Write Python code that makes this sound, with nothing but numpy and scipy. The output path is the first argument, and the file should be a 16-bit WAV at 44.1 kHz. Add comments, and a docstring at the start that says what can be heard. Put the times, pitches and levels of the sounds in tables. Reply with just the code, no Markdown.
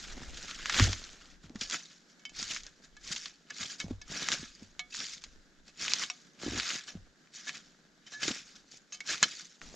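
"""First a rustle of brush and a low rumble; the bundle lands in the snow with cracks and thuds.
Then a small steel shovel scrapes, taps and scoops crusty snow in a quiet wood; at the end gloved hands rub.
Snow is a crowd of tiny random breaks, the blade a set of fading tones, each snap a short crack of noise and
each thud a few sagging swings. Pressed snow, low rumble (light wind, with swells as lumps land and gloves
move) and still air are filtered noise. A close pair of microphones dulls the treble."""
import sys
import numpy as np
from scipy import signal
from scipy.io import wavfile
from scipy.ndimage import uniform_filter1d

SR = 44100
rng = np.random.default_rng(int(sys.argv[2]) if len(sys.argv) > 2 else 0)


def store_pcm(level_fs):
    """Save levels as 16-bit WAV."""
    pcm = np.round(np.clip(level_fs, -1, 1) * 32767).astype(np.int16)
    wavfile.write(sys.argv[1], SR, np.atleast_2d(pcm).T)


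N = 429975

# Shovel strokes through the snow: (start [s], length [s], crunch level [dB], sag [dB per s],
# coarse crust re crunch [dB], snow squeezed ahead of the blade re crunch [dB],
# loose snow trickling after, re the crunch at the end of the stroke [dB]); a negative sag grows louder
SHOVEL_STROKES = [(1.62, 0.11, -49.5, -43, -9, -15, -2), (2.369, 0.2, -44.5, -9, -6.5, -22, -12.5),
                  (3.051, 0.23, -44, 16.5, -7.5, -20, -11), (3.564, 0.17, -43.5, -9, -9, -20, -29),
                  (4.112, 0.24, -42.5, -9, -1, -9.5, -3.5), (4.951, 0.19, -40, 16, -11, -27.5, -12),
                  (5.812, 0.22, -38, 8, -3, -16, -8.5), (6.421, 0.35, -46, -27, -2, -19.5, -21.5),
                  (7.351, 0.21, -52.5, -4.5, -6, -20, -5), (8.231, 0.14, -40, 19, -6, -17, -6),
                  (8.718, .05, -53, 33, -21, -16, -18), (9.07, .015, -48, 3, -14, -17, -25),
                  (9.1, 0.034, -33.5, 1, -1.5, -15.5, -32), (9.283, 0.13, -40, 93, -9, -26, 0.5)]
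# The blade or a boot breaks a slab of crust: (time [s], crunch level [dB], coarse crust re crunch [dB])
CRUST_SLABS = [(1.443, -58.5, 4), (1.622, -34.5, -7), (1.737, -34.5, 0.5), (1.908, -56, -3.5),
               (2.105, -59, -24), (2.401, -34.5, -10), (2.513, -34.5, -8.5), (2.668, -57.5, 4),
               (2.844, -54, -7), (3.126, -35, -10.5), (3.508, -55, 4), (3.62, -37, -3.5), (3.805, -41, -9),
               (3.903, -65, 8.5), (4.147, -41.5, -3), (4.326, -30.5, -5), (4.44, -49, -5),
               (4.628, -54, -13), (5.011, -40.5, -3.5), (5.244, -55, -2), (5.681, -52.5, -5),
               (5.83, -35.5, -4), (6.032, -40.5, 0), (6.402, -52, -2), (6.577, -34, 2.5), (6.761, -41, -31),
               (6.888, -40, -7), (7.358, -46, -27), (7.485, -44, 0), (7.559, -51.5, 4.5), (8.076, -57, 1.5),
               (8.13, -44.5, -14), (8.235, -33.5, -2.5), (8.286, -33.5, -0.5), (8.567, -51.5, -7),
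               (8.945, -45.5, -14), (9.236, -36.5, 1.5)]
# The bundle of brush rustling, landing and settling, joined by straight lines:
# (time [s], crunch level [dB], coarse re crunch [dB], squeezed snow re crunch [dB])
BRUSH_BUNDLE = [(0.0, -48.5, 0.6, -7.5), (.2, -55, 3.7, 3.5), (0.391, -50.5, -2, -4.5),
                (0.473, -45, -1, -12.5), (0.625, -50.5, 5.5, -9), (0.69, -44.5, 5.5, -14),
                (0.798, -31.5, 6.5, -12), (0.86, -33, -1, -7.5), (1.0, -49, -2.5, -10.5),
                (1.33, -65.5, 4.5, 3.5), (1.377, -79, 4, 8)]
# Colour of fine crystals breaking: (frequency [Hz], level [dB])
FINE_COLOUR = [(800, -44.5), (1800, -8), (3000, -5.5), (4500, -0.06), (7000, 0.8), (15000, -12.5)]
# Colour of coarse crust breaking: (frequency [Hz], level [dB])
COARSE_COLOUR = [(300, -18), (950, -13.5), (1300, -1), (1650, 0.45), (2500, -3.5), (3500, -2), (6000, -10)]
# Blade knocking on crust, stones and roots: (time [s], peak of the ring [dB], favoured low mode [Hz],
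# favoured high mode [Hz], damping factor on the ring [-], contact [s], tick re ring [dB])
BLADE_KNOCKS = [(2.195, -47, 1770, 2130, 1.1, 0.00098, -1.5),
                (2.2524, -30.5, 2240, 3060, 1.5, 0.00053, 4.5), (2.2947, -40, 1630, 2870, 1.3, 0.0014, 2),
                (2.9672, -41.5, 1180, 1710, 2.7, 0.0059, 1), (3.5047, -30.5, 1240, 1710, 4.6, .0034, -16),
                (3.8016, -24.5, 1630, 2280, 2.5, 0.0033, 5), (3.8119, -37, 2240, 3070, 2.6, .0018, 11),
                (4.0148, -36, 1210, 1770, 2.2, 0.0042, -6), (4.2873, -21.5, 1700, 3070, 5.5, 0.00045, 10.5),
                (4.7937, -21.5, 2220, 4000, 1.56, 0.00036, 2),
                (4.9228, -37.5, 2600, 3900, 0.89, 0.0083, -10.5), (6.1, -23, 3070, 5800, 2.2, 0.0044, 2.5),
                (6.44, -38, 1665, 3070, 0.59, 0.024, -4), (6.88, -36, 1710, 3070, 1.5, 0.0095, -7.5),
                (7.335, -50, 2160, 3770, 0.48, 0.055, -6), (7.4685, -30.5, 1600, 1660, 2.4, 0.032, -10),
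                (8.0646, -41.5, 2120, 3080, 1.6, 0.01, -8), (8.118, -35, 1694, 1630, 0.94, 0.05, -7),
                (8.923, -30.5, 2900, 6400, 1.6, .014, -1), (8.945, -44.5, 726, 3070, 0.79, 0.0027, -3),
                (9.005, -32, 2240, 4130, 3.1, 0.0023, 7.5), (9.055, -45, 1660, 3000, .89, .03, 1.5),
                (9.085, -26, 1670, 4180, 2, 0.042, -13), (9.2286, -7.5, 1710, 7140, 5.5, 0.0027, 2.5),
                (9.2334, -11.5, 3100, 4160, 3.9, 0.0067, -9)]
# Tones of the steel blade before damping: (frequency [Hz], level [dB], time to fade by 60 dB [s])
BLADE_MODES = [(723, -14.5, 0.33), (1222, -23, 0.33), (1712, -14.5, 0.22), (2227, -16, 0.23),
               (2620, -8.5, 0.081), (3071, -12.5, 0.13), (3410, -21, 0.38), (3776, -7, 0.078),
               (4120, -13, 0.12), (4920, -11.5, 0.15), (5400, -37, 0.15), (5620, -4, 0.052),
               (6090, -8.5, 0.04), (6360, -8.5, 0.075), (7220, -2.5, 0.028), (6880, -12, 0.09)]
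# Twigs and crust snapping: (time [s], peak [dB], centre [Hz])
TWIG_SNAPS = [(0.373, -29, 6600), (0.482, -27, 3570), (0.5111, -24, 3780), (0.658, -15.5, 1780),
              (0.6967, -13.5, 1600), (0.744, -15.5, 3500), (0.7977, -4.5, 1470), (0.9309, -15.5, 4160),
              (1.0403, -29.5, 3920), (1.257, -38.5, 3460), (1.558, -32, 1320), (1.6116, -22, 4540),
              (1.6991, -18.5, 6400), (1.711, -17, 6230), (1.744, -20.5, 1740), (2.428, -16, 7100),
              (2.547, -21, 4960), (2.5637, -23, 1910), (2.5704, -25.5, 5450), (2.6347, -31, 5180),
              (2.6664, -27.5, 5270), (3.1241, -25, 2670), (3.1624, -21.5, 3700), (3.2577, -23.5, 4000),
              (3.6302, -24.5, 3620), (4.3182, -13.5, 3460), (4.947, -27.5, 1660), (5.0033, -18.5, 3360),
              (5.22, -35, 5680), (5.682, -41.5, 4500), (7.273, -48.5, 2460), (5.239, -26, 5200),
              (5.8505, -21.5, 2110), (5.881, -15, 2570), (5.9197, -20, 2340), (5.9356, -4, 5070),
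              (6.0366, -20.5, 3900), (6.599, -15, 2850), (7.4932, -18.5, 1950), (8.2806, -12.5, 5420),
              (8.3137, -22, 3700), (9.616, -31, 1530)]
# Lumps landing and boots settling: (time [s], starting level [dB], settled pitch [Hz],
# ground swing re thud [dB])
SNOW_THUDS = [(0.802, -18.5, 222, 0.5), (0.823, -17.5, 97, -17), (.878, -28, 95, 0.5),
              (1.442, -41.5, 150, -10.5), (1.502, -37.5, 222, -32), (1.556, -31, 188, -24),
              (2.422, -39.5, 193, -15), (3.107, -39.5, 150, -26), (3.607, -40, 184, -14),
              (3.843, -29.5, 165, -12), (3.909, -24, 226, -10.5), (4.1, -39, 151, -18),
              (4.395, -39, 148, -14), (4.43, -35, 216, -26), (4.623, -36.5, 196, -18.5),
              (4.989, -47.5, 156, -35), (6.433, -31, 294, -24), (6.463, -24, 243, -16),
              (6.48, -23.5, 256, -14.5), (6.52, -31, 216, -17), (6.533, -30.5, 274, -10),
              (6.55, -30.5, 256, -14), (6.953, -31.5, 164.5, -12), (8.281, -23.5, 261, -50),
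              (8.306, -29.5, 233, -50), (9.228, -48, 173, -39)]
# Frozen ground and stand swinging after a thud: (frequency [Hz], level [dB], time to fade by 60 dB [s])
GROUND_MODES = [(56.6, -0.5, 0.21), (96.8, 8, 0.17)]
# Colour of snow being squeezed: (frequency [Hz], level [dB])
SQUEEZE_COLOUR = [(60, -39.5), (130, -1.5), (240, 2), (400, -6), (700, -9), (1500, -22)]
# Low rumble below 120 Hz: light wind, with swells as lumps land and gloves move,
# joined by straight lines: (time [s], level [dB])
RUMBLE_LEVEL = [(0, -43), (.38, -51.5), (.7, -59), (.84, -34), (1.08, -54.5), (1.54, -59), (2.2, -82),
                (2.4, -56), (2.55, -71), (3.1, -63), (3.69, -85), (3.94, -48), (4.05, -61), (5.2, -69),
                (5.35, -60), (5.8, -68.5), (6.1, -78), (6.85, -85), (7.0, -57), (7.15, -79), (9.59, -79),
                (9.625, -43), (9.75, -49)]
# Colour of the low rumble: (frequency [Hz], level [dB])
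RUMBLE_COLOUR = [(12, -9), (35, -5), (70, -15.5), (120, -31), (300, -57)]
# Colour of still air, before the microphone colour: (frequency [Hz], level [dB])
AIR_COLOUR = [(30, -6), (100, -33.5), (160, 7.5), (300, 2), (600, -8), (1000, -13.5), (1600, -1.5),
              (2500, -17.5), (4000, -10), (6500, -12.5), (15000, -5)]
# Treble lost in both microphones: (frequency [Hz], level [dB])
MICROPHONE_COLOUR = [(6900, 0.02), (7600, -6.5), (8500, -18.5), (9800, -26), (12500, -26.5), (15000, -39)]
# Colour given to the left-right difference: (frequency [Hz], level [dB])
DIFFERENCE_COLOUR = [(30, -5), (100, 4), (400, -2), (1100, 4.5), (2500, 7.5), (6000, 3), (9000, 7.5),
                     (14000, 13.5)]

ENTER_DB_PER_S, LEAVE_DB_PER_S = 472, 330.  # the blade digs in fast and leaves more slowly
TRICKLE_DB_PER_S, TRICKLE_COARSE_DB = 74, -8.5  # loose snow slides on; coarse part re trickle
LOAD_DB_PER_S, BREAK_DB_PER_S = 609, 409  # a slab's crunch rises, then falls
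PACK_RE_SLAB_DB = -8.5  # snow squeezed under a slab, re its coarse crust
GLOVES_S, GLOVES_DB = 9.613, -54.
GLOVES_COARSE_DB, GLOVES_PACK_DB = -6., -2.5  # re the glove level
PACK_RE_THUD_DB = -23.5  # snow squeezed under each thud
PRESS_DB_PER_S, EASE_DB_PER_S = 188, 300  # it swells into each thud and lets go after it
SNAP_T60_S = 0.041  # the weak tail of a snap fades by 60 dB
THUD_TURNS = 9.4  # swings until a thud has lost 60 dB
AIR_DB = -60.5
EDGE_HZ = 15600  # upper limit of the sound
STEP = 32  # slow gains are worked out once in this many samples


def crunch():
    """Fine and coarse breaks under each movement; while the shovel works they also shake the blade."""
    fine_gain, coarse_gain, _ = movement()
    fine = grains(per_s=800., spread_db=2.6, smooth=1.0, likeness=0.98)
    coarse = grains(per_s=500., spread_db=0.7, smooth=1.4, likeness=1.0)
    out = fine_gain * patchy(colour(fine, FINE_COLOUR), db=3.0)
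    out = out + coarse_gain * patchy(colour(coarse, COARSE_COLOUR), db=3.0)
    out = out * flutter(per_s=67.0, db=1.53)
    # (time [s], how much the crunch shakes the blade [0 to 1])
    shovel, = curve([(1.5, 0), (1.6, 1), (9.5, 1), (9.6, 0)])
    steel = blade([], 0, damping=1.5)
    steel = steel / np.linalg.norm(steel)
    ringing = signal.oaconvolve(out.mean(0) * shovel, steel)[:N]
    return out + amp(-14.0) * ringing


def movement():
    """Gains of fine crunch, coarse crunch and squeezed snow; all movements add in power."""
    parts = []  # (gain, coarse re gain [dB], squeezed snow re gain [dB])
    for s, length, db, sag, coarse_db, pack_db, loose_db in SHOVEL_STROKES:
        stroke = swell(s, length, db, ENTER_DB_PER_S, LEAVE_DB_PER_S, sag)
        parts.append((stroke, coarse_db, pack_db))
        end_db = db - sag * length
        trickle = swell(s + length, 0, end_db + loose_db, ENTER_DB_PER_S, TRICKLE_DB_PER_S)
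        parts.append((trickle, TRICKLE_COARSE_DB, -np.inf))
    for s, db, coarse_db in CRUST_SLABS:
        slab = swell(s, 0, db, LOAD_DB_PER_S, BREAK_DB_PER_S)
        parts.append((slab, coarse_db, coarse_db + PACK_RE_SLAB_DB))
    gloves = swell(GLOVES_S, 1, GLOVES_DB, 3000, 0)
    parts.append((gloves, GLOVES_COARSE_DB, GLOVES_PACK_DB))

    brush_db, brush_coarse_db, brush_pack_db = curve(BRUSH_BUNDLE)
    # doubling the dB turns a gain into power
    fine = full(sum(g ** 2 for g, *_ in parts)) + amp(2 * brush_db)
    coarse = full(sum((g * amp(db)) ** 2 for g, db, _ in parts)) + amp(2 * (brush_db + brush_coarse_db))
    pack = full(sum((g * amp(db)) ** 2 for g, _, db in parts)) + amp(2 * (brush_db + brush_pack_db))
    return np.sqrt([fine, coarse, pack])


def patchy(x, db):
    """Every handful of snow has its own colour: random short patches over time and pitch."""
    z = signal.stft(x, nperseg=256)[2]
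    patches = rng.standard_normal(z.shape[1:])
    patches = uniform_filter1d(patches, 3, axis=0)  # neighbouring pitches
    patches = uniform_filter1d(patches, 5, axis=1)  # neighbouring moments
    coloured = signal.istft(z * amp(db * evened(patches)), nperseg=256)[1]
    return evened(coloured[:, :N])


def knocks():
    """A gritty contact, short for a tap and long for a slide, sets the blade ringing."""
    out, t = np.zeros((2, N)), np.arange(6000) / SR
    # the knocks carry little bass
    no_bass = signal.butter(2, 1100, "highpass", fs=SR, output="sos")
    for s, db, low_hz, high_hz, damping, contact, tick_db in BLADE_KNOCKS:
        grit = rng.standard_normal(len(t)) * np.exp(-(t / max(contact, .0003)) ** 2)
        grit[0] += 2.5  # the first touch
        ring = blade([low_hz, high_hz], lift_db=13.5, damping=max(damping, .3))
        sound = signal.sosfilt(no_bass, signal.oaconvolve(grit, ring))
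        tick = crack(t, 0.0012, 3 * contact + 0.056, slow_share=0.11)
        sound /= abs(sound).max()
        sound[:len(t)] += amp(tick_db) * tick / abs(tick).max()
        add(out, s, amp(db) * sound[None])
    return out


def blade(favoured_hz, lift_db, damping):
    """Ring of the steel after one impulse; the place of the blow favours some modes."""
    t = np.arange(8000) / SR
    hz, db, t60 = np.transpose(BLADE_MODES)[:, :, None]
    reach = .07  # octaves
    near = sum(np.exp(-(np.log2(hz / f) / reach) ** 2) for f in favoured_hz)
    # snow on the blade mutes low modes
    buried_db = 3.5 * max(damping - 1, 0) * np.minimum(np.log2(hz / 1600), 0)
    level_db = db + lift_db * near + buried_db - 60 * damping * t / t60
    return (amp(level_db) * np.sin(2 * np.pi * hz * t)).sum(0)


def snaps():
    """Twigs and crust give a sharp crack with a weak tail, gathered round the centre pitch."""
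    out, t = np.zeros((2, N)), np.arange(2500) / SR
    for s, db, hz in TWIG_SNAPS:
        noise = crack(t, 0.00078, SNAP_T60_S, slow_share=0.16)
        pitched = signal.lfilter(*signal.iirpeak(hz, 1.6, SR), noise)
        sound = pitched + 0.38 * noise
        add(out, s, amp(db) * sound[None] / abs(sound).max())
    return out


def crack(t, fast_t60, slow_t60, slow_share):
    """Noise with a sharp front and a weaker, longer tail, without bass or the highest treble."""
    fade = amp(-60 * t / fast_t60) + slow_share * amp(-60 * t / slow_t60)
    noise = rng.standard_normal(len(t)) * fade
    return signal.sosfilt(signal.butter(2, [1100, 7500], "bandpass", fs=SR, output="sos"), noise)


def thuds():
    """A few damped swings whose pitch sags as the snow gives way; the ground swings on."""
    out, t = np.zeros((2, N)), np.arange(14000) / SR
    ground = sum(amp(db - 60 * t / t60) * np.sin(2 * np.pi * hz * t) for hz, db, t60 in GROUND_MODES)
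    ground = ground * (1 - np.exp(-t / 0.022))  # it starts gently
    for s, db, hz, ground_db in SNOW_THUDS:
        # the pitch starts a third higher and settles
        turns = hz * (t + 0.0022 * (1 - np.exp(-t / 0.0067)))
        swing = amp(-60 * t * hz / THUD_TURNS) * np.sin(2 * np.pi * turns)
        swing = swing * (1 - np.exp(-t / 0.0006))
        add(out, s, amp(db) * (swing + amp(ground_db) * ground)[None])
    return out


def packing():
    """Dull lumpy creak of snow being pressed together, under thuds and other movements."""
    lumps = grains(per_s=400., spread_db=6.0, smooth=0.9, likeness=0.99)
    thud_power = sum(swell(s, 0, db + PACK_RE_THUD_DB, PRESS_DB_PER_S, EASE_DB_PER_S) ** 2
                     for s, db, *_ in SNOW_THUDS)
    gain = np.sqrt(full(thud_power) + movement()[2] ** 2)
    return gain * evened(colour(lumps, SQUEEZE_COLOUR))


def trees(x):
    """Weak short scatter from snow and trunks, different at each microphone."""
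    t = np.arange(6000) / SR
    taps = rng.standard_normal((2, len(t))) * amp(-60 * t / 0.073) * (t > .002)
    return signal.oaconvolve(x, taps / np.linalg.norm(taps[0]), axes=1)[:, :N]


def low_rumble():
    """Lumpy low noise, partly shared left and right: light wind, swelling as lumps land and gloves move."""
    lumps = grains(per_s=41.0, spread_db=2.0, smooth=5.4, likeness=.55) * flutter(per_s=9.1, db=4.5)
    return amp(curve(RUMBLE_LEVEL)[0]) * evened(colour(lumps, RUMBLE_COLOUR))


def air():
    """Faint hush of the wood, nearly steady: filtered noise with a slight waver."""
    hush = grains(per_s=280.0, spread_db=10.0, smooth=7., likeness=0.85) * flutter(per_s=19.0, db=-1.44)
    return amp(AIR_DB) * evened(colour(hush, AIR_COLOUR))


def grains(per_s, spread_db, smooth, likeness):
    """Random breaks of very unequal size over a smooth hiss, partly unlike left and right."""
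    happens = rng.random(N) < per_s / SR
    size = amp(spread_db * np.minimum(rng.exponential(1, N), 4.2)) * happens
    burst = signal.lfilter([1], [1, -.95], size)  # each break is about a millisecond of noise
    mid, side = rng.standard_normal((2, N)) * (smooth + evened(burst))
    unlike = np.sqrt(1 - np.clip(likeness, 0, 1))
    return evened(np.array([mid + unlike * side, mid - unlike * side]))


def flutter(per_s, db):
    """Gain that wavers at random: smoothed noise used as a level in dB."""
    size = int(SR / per_s)
    waver = uniform_filter1d(uniform_filter1d(rng.standard_normal(N), size), size)
    return amp(db * evened(waver))


def swell(start, length, db, rise, fall, sag=0):
    """Gain that climbs to db at rise dB a second, sags for its length, then falls at fall dB a second."""
    t = np.arange(0, N, STEP) / SR - start
    before_db = rise * np.maximum(-t, 0)
    during_db = sag * np.clip(t, 0, length)
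    after_db = fall * np.maximum(t - length, 0)
    return amp(db - before_db - during_db - after_db)


def full(x):
    """Stretch a slow gain to one value per sample."""
    return np.repeat(x, STEP)[:N]


def curve(rows):
    """Columns of a time table at every sample."""
    s, *columns = np.transpose(rows)
    return [np.interp(np.arange(N) / SR, s, c) for c in columns]


def colour(x, points, size=8192):
    """Filter with the given spectrum that acts only after each sound, so clicks keep a sharp front."""
    f, db = np.transpose(points)
    hz = abs(np.fft.fftfreq(size, 1 / SR))
    log_gain = np.interp(np.log(hz + 1), np.log(f), db) * np.log(10) / 20
    # the Hilbert transform finds the timing that puts the energy first
    taps = np.fft.ifft(np.exp(np.conj(signal.hilbert(log_gain)))).real[:size // 2]
    return signal.oaconvolve(np.atleast_2d(x), taps[None], axes=1)[:, :N]


def add(mix, s, sound):
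    """Lay a sound into the mix at s seconds, cut off at the end."""
    part = mix[:, round(s * SR):][:, :sound.shape[1]]
    part += sound[:, :part.shape[1]]


def amp(db):
    """Turn dB into a plain multiplier."""
    return 10 ** (np.asarray(db) / 20)


def evened(x):
    """Scale to an average strength (RMS) of 1."""
    return x / np.sqrt(np.mean(x ** 2) + 1e-20)


def scene():
    """Nearby sounds with their faint scatter, over pressed snow, low rumble and still air."""
    near = crunch() + knocks() + snaps() + thuds()
    return near + amp(-22.5) * trees(near) + packing() + low_rumble() + air()


def record(dry):
    """Two microphones: recolour the left-right difference, dull the treble steeply, then limit the band."""
    mid = dry.mean(0)
    side = colour((dry[0] - dry[1]) / 2, DIFFERENCE_COLOUR)[0]
    heard = colour(np.array([mid + side, mid - side]), MICROPHONE_COLOUR)
    band_limit = signal.firwin(511, EDGE_HZ, window=("kaiser", 9), fs=SR)
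    return signal.oaconvolve(heard, band_limit[None], "same")


dry = scene()
out = record(dry)
store_pcm(out)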